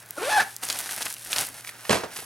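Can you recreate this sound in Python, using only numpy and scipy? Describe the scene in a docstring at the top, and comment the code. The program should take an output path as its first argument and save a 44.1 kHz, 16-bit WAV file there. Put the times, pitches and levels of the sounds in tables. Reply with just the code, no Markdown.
"""A leatherette pouch is zipped shut in one quick pull, then turned and squeezed close by.
Its skin rustles, its creases snap; it lands with a thud and a clatter, in a small quiet room with a faint hum.
The zip is a row of tones at the tooth rate plus pulsing noise; the skin is a crowd of tiny clicks and noise.
Snaps and ticks are short filtered noise bursts; thuds and clatter are coloured, quickly fading noise."""
import sys
import numpy as np
from scipy import signal
from scipy.fft import rfft, irfft
from scipy.io import wavfile

SR = 44100
rng = np.random.default_rng(int(sys.argv[2]) if len(sys.argv) > 2 else 0)


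def inscribe(sig):
    """Save sig as 16-bit PCM at rate SR to the path in sys.argv[1].

    A 1-D sig is mono; a 2-D sig holds one channel per row.
    Samples are clipped to [-1, 1] before scaling.
    """
    pcm = np.round(np.clip(np.atleast_2d(sig).T, -1, 1) * 32767)
    wavfile.write(sys.argv[1], SR, pcm.astype(np.int16))


N = 99225  # samples, 2.25 s


def undb(db):
    """Turn decibels into gain."""
    return 10 ** (np.asarray(db) / 20)


def unit(x):
    """Scale to rms 1."""
    return x / np.sqrt(np.mean(x ** 2) + 1e-20)


def noise():
    """White noise: equally strong at all pitches."""
    return rng.standard_normal(N)


def shape(x, points):
    """Filter through (f/Hz, level/dB) points without sounding early; white noise keeps its level."""
    hz, db = np.array(points, float).T
    f = np.maximum(np.fft.rfftfreq(N, 1 / SR), 1)
    gain = unit(undb(np.interp(np.log(f), np.log(hz), db)))
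    # folding the cepstrum gives the filter that answers as soon as possible (minimum phase)
    cepstrum = irfft(np.log(gain), N)
    cepstrum[1:] *= 2 * (np.arange(1, N) <= N // 2)
    return irfft(rfft(x) * np.exp(rfft(cepstrum)), N)


def colour(x, points):
    """Filter through (f/Hz, level/dB) points and scale to rms 1."""
    return unit(shape(x, points))


def hump(x, hz, octaves):
    """Favour the pitches around one broad resonance; rms 1."""
    f = np.maximum(np.fft.rfftfreq(N, 1 / SR), 1)
    distance = np.log2(f / hz) / octaves
    return unit(irfft(rfft(x) / np.sqrt(1 + distance ** 4), N))


def walk(rate):
    """Smooth random wandering with rms 1, from `rate` random points a second."""
    return unit(np.interp(np.arange(N) / SR * rate, np.arange(N), noise()))


def burst(start, decay, rise):
    """Loudness curve with a quick rise and an exponential fall (all in s)."""
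    age = np.maximum(np.arange(N) / SR - start, 0)
    fall = np.exp(-np.minimum(age / max(decay, 1e-4), 20))
    return (1 - np.exp(-np.minimum(age / rise, 20))) * fall


def click(start, hz, octaves, decay):
    """A quickly dying burst of noise through one broad resonance."""
    age = np.arange(2048) / SR
    edges = np.clip([hz / 2 ** (octaves / 2), hz * 2 ** (octaves / 2)], 20, SR * .48)
    b, a = signal.butter(1, edges, "bandpass", fs=SR)
    strike = rng.standard_normal(len(age)) * np.exp(-age / max(decay, 1e-4))
    ring = signal.lfilter(b, a, strike) / np.sqrt(b[0])  # narrow bands are made up in level
    out, first = np.zeros(N + len(age)), int(start * SR)
    out[first:first + len(age)] = ring
    return out[:N]


def crackle():
    """Rubbing surfaces: dense tiny clicks of very uneven size over smooth sliding noise."""
    clicks_per_s, spread_db, smooth_share = 2500, 3, 0.53
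    size = undb(spread_db * np.minimum(rng.exponential(size=N), 5))
    clicks = (rng.random(N) < clicks_per_s / SR) * size * np.sign(noise())
    return unit(clicks) + smooth_share * noise()


def crinkles():
    """Flexing skin: sparse single clicks of uneven size; rms 1."""
    crinkles_per_s = 140
    return unit((rng.random(N) < crinkles_per_s / SR) * noise())


def pan(x, db, radians):
    """Place a sound: left is louder by db and ahead by radians of phase, half applied to each side."""
    sides = np.array([[1], [-1]]) / 2
    return irfft(rfft(x) * np.exp(sides * (np.log(undb(db)) + 1j * radians)), N)


def background():
    """Still room air as coloured noise, partly different left and right, with a faint wavering hum."""
    # colour of the air: f/Hz, relative level/dB
    air_colour = [(25,-20),(60,-11),(120,2.5),(250,-2.5),(600,-2),(1100,-3),(1600,3.5),(2200,-3.5),(4000,-14),(10000,-15),(16000,-11)]
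    hum_hz, hum_db, air_db = 118.4, -62.5, -52.5
    hum = np.sqrt(2) * np.sin(2 * np.pi * hum_hz * np.arange(N) / SR)
    hum = hum * undb(hum_db + 0.5 * walk(8.2))
    middle = colour(noise(), air_colour)
    side = 0.23 * colour(noise(), air_colour) * np.array([[1], [-1]])
    return hum + undb(air_db) * (middle + side)


def room(x):
    """Many blurred reflections, each band fading at its own pace, partly alike in both ears."""
    # reflections by band: f/Hz, time to fall by 60 dB/s, level/dB
    bands = [(120,0.47,-28.5),(380,0.2,-7),(885,0.31,-11),(1690,0.29,-10),(3760,0.3,-15),(7800,0.64,-34),(12800,.2,-65.5)]
    delay_s, width = 0.0092, 0.58
    hz, t60, db = np.array(bands, float).T
    f = np.log(np.maximum(np.fft.rfftfreq(N, 1 / SR), 1))
    mid, side = noise(), noise()
    field = rfft(np.array([mid + width * side, mid - width * side]) / np.hypot(1, width))
    tail = 0
    for k, share in enumerate(np.eye(len(hz))):
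        fall = unit(burst(delay_s, t60[k] / np.log(1000), rise=0.00083)) / np.sqrt(N)
        band = irfft(field * np.interp(f, np.log(hz), share), N)  # neighbouring bands overlap
        tail = tail + band * fall * undb(db[k])
    return signal.fftconvolve(x[None], tail, axes=1)[:, :N]


def landing():
    """The pouch lands and its contents settle: each knock is a dull thud with a clatter inside."""
    # knocks: t/s, thud level/dB, clatter level/dB, decay/s
    knocks = [(1.894,-12.5,-21,0.0065),(1.904,-14.5,-19,0.011),(1.911,-29,-23.5,0.017),(1.927,-18,-23.5,.014),(1.943,-23.5,-27.5,0.027),(1.969,-28,-31,0.0065),(1.995,-35,-39,0.011),(2.035,-26.5,-35,0.015),(2.188,-32,-30,.004),(2.221,-36.5,-44,0.0067)]
    # colour of the thuds: f/Hz, relative level/dB
    thud_colour = [(25,-35),(60,-9),(110,-2),(170,1),(280,0.5),(480,3.5),(800,0.5),(1100,-2),(1800,-9.5),(4000,-39),(16000,-60)]
    # colour of the clatter: f/Hz, relative level/dB
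    clatter_colour = [(60,-25),(400,-17),(1000,4),(1600,0.5),(2600,3),(4000,0),(6000,-4),(8500,-5),(12000,-21),(16000,-38)]
    thud_power, clatter_power = 0, 0
    for s, thud_db, clatter_db, decay in knocks:
        blow = burst(s, decay, rise=0.00061) ** 2
        thud_power = thud_power + blow * undb(thud_db) ** 2
        clatter_power = clatter_power + blow * undb(clatter_db) ** 2
    thuds = shape(np.sqrt(thud_power) * noise(), thud_colour)
    return thuds + shape(np.sqrt(clatter_power) * crackle(), clatter_colour)


def creases():
    """Creases give way with short snaps; the pull tab and the skin make tiny sharp ticks."""
    # snaps: t/s, level before the trim/dB, centre f/Hz, decay/s
    snap_list = [(0.635, -19.5, 8900, 0.0025), (0.6872, -12, 5170, 0.0019), (0.7005, -9, 3970, 0.002),
                 (0.7057, -16, 4230, 0.0032), (0.7267, -13.5, 6200, 0.0025), (0.7886, -12.5, 8600, 0.0025),
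                 (0.8918, -20.5, 1710, 0.004), (0.9098, -19, 8800, 0.0036), (1.0212, -14, 4900, 0.0011),
                 (1.0266, -12.5, 6030, 0.0019), (1.0555, -14.5, 8250, 0.0019),
                 (1.0652, -15.5, 1580, 0.0033), (1.1018, -19, 8640, 0.0028), (1.1661, -27, 2380, 0.0024),
                 (1.2483, -20, 8350, 0.0013), (1.3298, -12, 3070, 0.0028), (1.3616, -10, 4110, 0.003),
                 (1.3834, -6.5, 4300, 0.0021), (1.41, -11, 8700, 0.0029), (1.4693, -17, 8660, 0.0016),
                 (1.6476, -22.5, 1960, 0.0016), (1.6729, -24.5, 2100, 0.0025),
                 (1.6912, -20.5, 2100, 0.0039), (1.8512, -25, 1480, 0.0041), (2.1657, -21.5, 3050, 0.0023)]
    # colour of the snaps: f/Hz, relative level/dB
    snap_colour = [(60,-12),(400,1.5),(1200,1),(4000,0.5),(9000,-1),(12000,-0.5),(16000,-1.5)]
    # ticks: t/s, level before the trim/dB, centre f/Hz
    tick_list = [(0.061, -25, 10300), (0.0894, -28, 11860), (0.1077, -7.5, 12600), (0.5649, -14, 9630),
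                 (0.616, -27, 10700), (0.6524, -13.5, 8720), (0.7747, -17.5, 8680), (0.796, -17, 9390),
                 (0.805, -13, 9010), (0.8114, -14, 9830), (0.9204, -19, 10700), (0.9639, -16, 9300),
                 (1.1268, -12.5, 9800), (1.1404, -17, 9630), (1.2206, -27, 8400), (1.3205, -14.5, 6320),
                 (1.4887, -16, 10100)]
    snap_trim_db, tick_trim_db, tick_decay_s = -7.5, -4, 0.00035
    snaps = sum(click(s, hz, 1, decay) * undb(db + snap_trim_db) for s, db, hz, decay in snap_list)
    ticks = sum(click(s, hz, 0.7, tick_decay_s) * undb(db + tick_trim_db) for s, db, hz in tick_list)
    return shape(snaps, snap_colour) + ticks


def handling():
    """Fingers slide over the skin and flex it: bright crinkle over duller rubbing, with soft bumps."""
    # course of the handling: t/s, bright rustle level before the trim/dB, dull rub level before the trim/dB
    course = [(0,-46.5,-63),(.04,-57.5,-50.5),(.14,-50,-58),(.3,-37.5,-54),(.42,-39.5,-37),(.445,-45.5,-44),(.52,-44.5,-60),(.556,-48.5,-75),(0.613,-55,-55),(0.632,-31.5,-32.5),(0.679,-38.5,-47),(0.701,-31.5,-30.5),(0.745,-38,-40.5),(.806,-33.5,-38),(.826,-38.5,-44),(.908,-34.5,-40.5),(.95,-37.5,-42.5),(1.062,-36.5,-40.5),(1.128,-41.5,-54.5),(1.154,-47,-68),(1.24,-42,-51),(1.286,-41,-44.5),(1.33,-29.5,-37),(1.355,-34.5,-38.5),(1.365,-30,-26.5),(1.413,-29,-35),(1.512,-48.5,-54),(1.592,-42.5,-46),(1.632,-50.5,-57),(1.678,-41.5,-49.5),(1.74,-54,-50),(1.86,-47,-49),(1.93,-33.5,-31),(2.03,-50.5,-42.5),(2.10,-54.5,-49),(2.175,-36,-40.5),(2.25,-46.5,-53.5)]
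    # colour of the rustle: f/Hz, relative level/dB
    rustle_colour = [(1470, -14), (2500, -4), (2830, -5), (3310, -5.5), (6150, -3.5), (7360, -5),
                     (9890, 1.5), (12900, -5.5), (16000, -21)]
    # colour of the rubbing: f/Hz, relative level/dB
    rub_colour = [(30,-15),(70,-10.5),(200,-5.5),(450,-5),(750,3),(1100,-1),(1600,3),(2300,-1.5),(3500,-6),(6000,-6.5),(16000,-47)]
    # soft bumps of slider and fingers against the hollow pouch: t/s, level/dB, decay/s
    bump_list = [(.37,-49,.025),(0.408,-37,0.015),(0.687,-49,0.018),(1.019,-43,0.0031),(1.254,-49,0.063),(1.39,-48,0.036),(1.495,-50,0.025)]
    # colour of the bumps: f/Hz, relative level/dB
    bump_colour = [(25,-6),(55,-3.5),(160,-3),(300,2),(500,-12),(1000,-17),(4000,-50)]
    rustle_trim_db, rub_trim_db, crinkle_db = 0.5, -0.5, -6
    t = np.arange(N) / SR
    s, bright, dull = np.array(course, float).T
    flex = walk(110)  # both layers waver together
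    grains = crackle() + undb(crinkle_db) * crinkles()  # lone clicks stand out of the rustle
    rustle = colour(hump(grains, 6700, octaves=2.03), rustle_colour)
    rustle = rustle * undb(np.interp(t, s, bright) + rustle_trim_db + 1.1 * flex)
    rub = colour(crackle(), rub_colour) * undb(np.interp(t, s, dull) + rub_trim_db + 2.8 * flex)
    pushes = sum(burst(at, decay, rise=0.0031) * undb(db) for at, db, decay in bump_list)
    return rustle + rub + shape(pushes * noise(), bump_colour)


def zipper():
    """The slider rides over the teeth: the pouch sings at the tooth rate and each tooth rasps."""
    # pull of the slider: t/s, tooth rate f/Hz, then levels before trims: tooth tone/dB, octave/dB, rasp/dB;
    # last, unevenness as a share of the speed
    pull_course = [(.165,277,-79,-65,-47,0.051),(.178,298,-46,-39,-40.5,0.076),(.2,358,-41.5,-48.5,-38.5,0.072),(.219,394,-32.5,-38,-37,.05),(.249,524,-37.5,-43,-31,0.048),(.285,592,-26.5,-41,-35.5,0.02),(.303,880,-34.5,-30,-30.5,0.06),(0.338,860,-26,-25.5,-29.5,.02),(.372,850,-19.5,-23,-31.5,0.022),(.381,795,-20.5,-20,-27,0.022),(.388,755,-17,-29,-31,0.04),(.395,860,-29,-21,-29,0.032),(.409,850,-25,-17.5,-28.5,0.05),(.413,730,-32,-21.5,-36,.05)]
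    # colour of the rasp: f/Hz, relative level/dB
    rasp_colour = [(60,-17),(180,-14),(330,-2),(600,-1.5),(1100,6.5),(1500,-1),(2200,-2.5),(4500,-4),(7200,-7),(10000,-3.5),(12500,-14),(16000,-28)]
    tone_trim_db, octave_trim_db, overtone_trim_db, rasp_trim_db = 1, 1, -3.5, 0.5
    tooth_scatter = 0.081  # uneven tooth spacing, radians
    flutter_db = 51  # wavering of the tones per unit of unevenness
    split_hz, full_speed_hz, brighten_power = 4500, 800, 0.54
    t = np.arange(N) / SR
    s, hz, tone, octave, rasp, uneven = np.array(pull_course, float).T

    def along(values):
        return np.interp(t, s, values)

    outside = np.maximum(t - s[-1], 0) + np.maximum(s[0] - t, 0)
    pulling = np.exp(-outside / 0.0048)  # fades within milliseconds of either end
    phase = 2 * np.pi * np.cumsum(along(hz) * (1 + along(uneven) * walk(600))) / SR

    def partial(k, db):
        wave = np.sqrt(2) * np.sin(k * (phase + tooth_scatter * walk(600)))
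        return wave * undb(db + flutter_db * along(uneven) * walk(220))

    song = partial(0.99, along(tone) + tone_trim_db)  # a touch below the tooth rate
    song += partial(2, along(octave) + octave_trim_db)
    song += sum(partial(k, along(rasp) + overtone_trim_db) * 2 / k for k in range(3, 8))
    teeth = unit(1 + 0.3 * np.cos(phase))  # the rasp swells once per tooth
    # the slider scrapes before it runs freely
    scrape = hump(noise(), 1406, octaves=0.073) * burst(.172, 0.047, rise=0.0043) * undb(-36.5)
    grit = colour(crackle() * teeth, rasp_colour)
    dull = signal.sosfiltfilt(signal.butter(1, split_hz, fs=SR, output="sos"), grit)
    # a faster pull rasps brighter
    grit = dull + (grit - dull) * (along(hz) / full_speed_hz) ** brighten_power
    return scrape + pulling * (song + grit * undb(along(rasp) + rasp_trim_db))


def scene():
    """Zip and handling in front; the hands then move to the right, where the pouch lands, with more room."""
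    # left minus right for things off to the right: f/Hz, level/dB
    aside_balance = [(60,0),(200,-0.5),(400,-3),(1300,-3.5),(4400,-3),(9000,0.5)]
    # phase by which the left leads for the same things: f/Hz, phase/rad
    aside_phase = [(60,.2),(200,0.31),(700,1),(2000,.7),(5000,1.2),(9500,0.35)]
    zip_lag_s, hand_lag_s = .00009, .00005  # right behind left, in the low pitches
    t, f = np.arange(N) / SR, np.fft.rfftfreq(N, 1 / SR)

    def across(points):
        hz, value = np.array(points).T
        return np.interp(np.log(f + 1), np.log(hz), value)

    pull, hands, thud = zipper(), handling() + creases(), landing()
    lows = f / (1 + (f / 1490) ** 4)  # the lag fades out, so the treble is in step on both sides
    moved = np.clip((t - 1.47) / 0.17, 0, 1)  # the hands leave the centre at 1.47 s
    direct = pan(pull, 0.5, 2 * np.pi * zip_lag_s * lows)
    direct += pan(hands * (1 - moved), 0, 2 * np.pi * hand_lag_s * lows)
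    direct += pan(thud + hands * moved, across(aside_balance), across(aside_phase))
    reflections = room(undb(-2.0) * pull + hands + undb(1.5) * thud)
    return direct + reflections + background()


def record(dry):
    """A steep filter cuts the treble above 16 kHz."""
    return signal.sosfilt(signal.ellip(8, .2, 70, 16000, fs=SR, output="sos"), dry)


dry = scene()
out = record(dry)
inscribe(out)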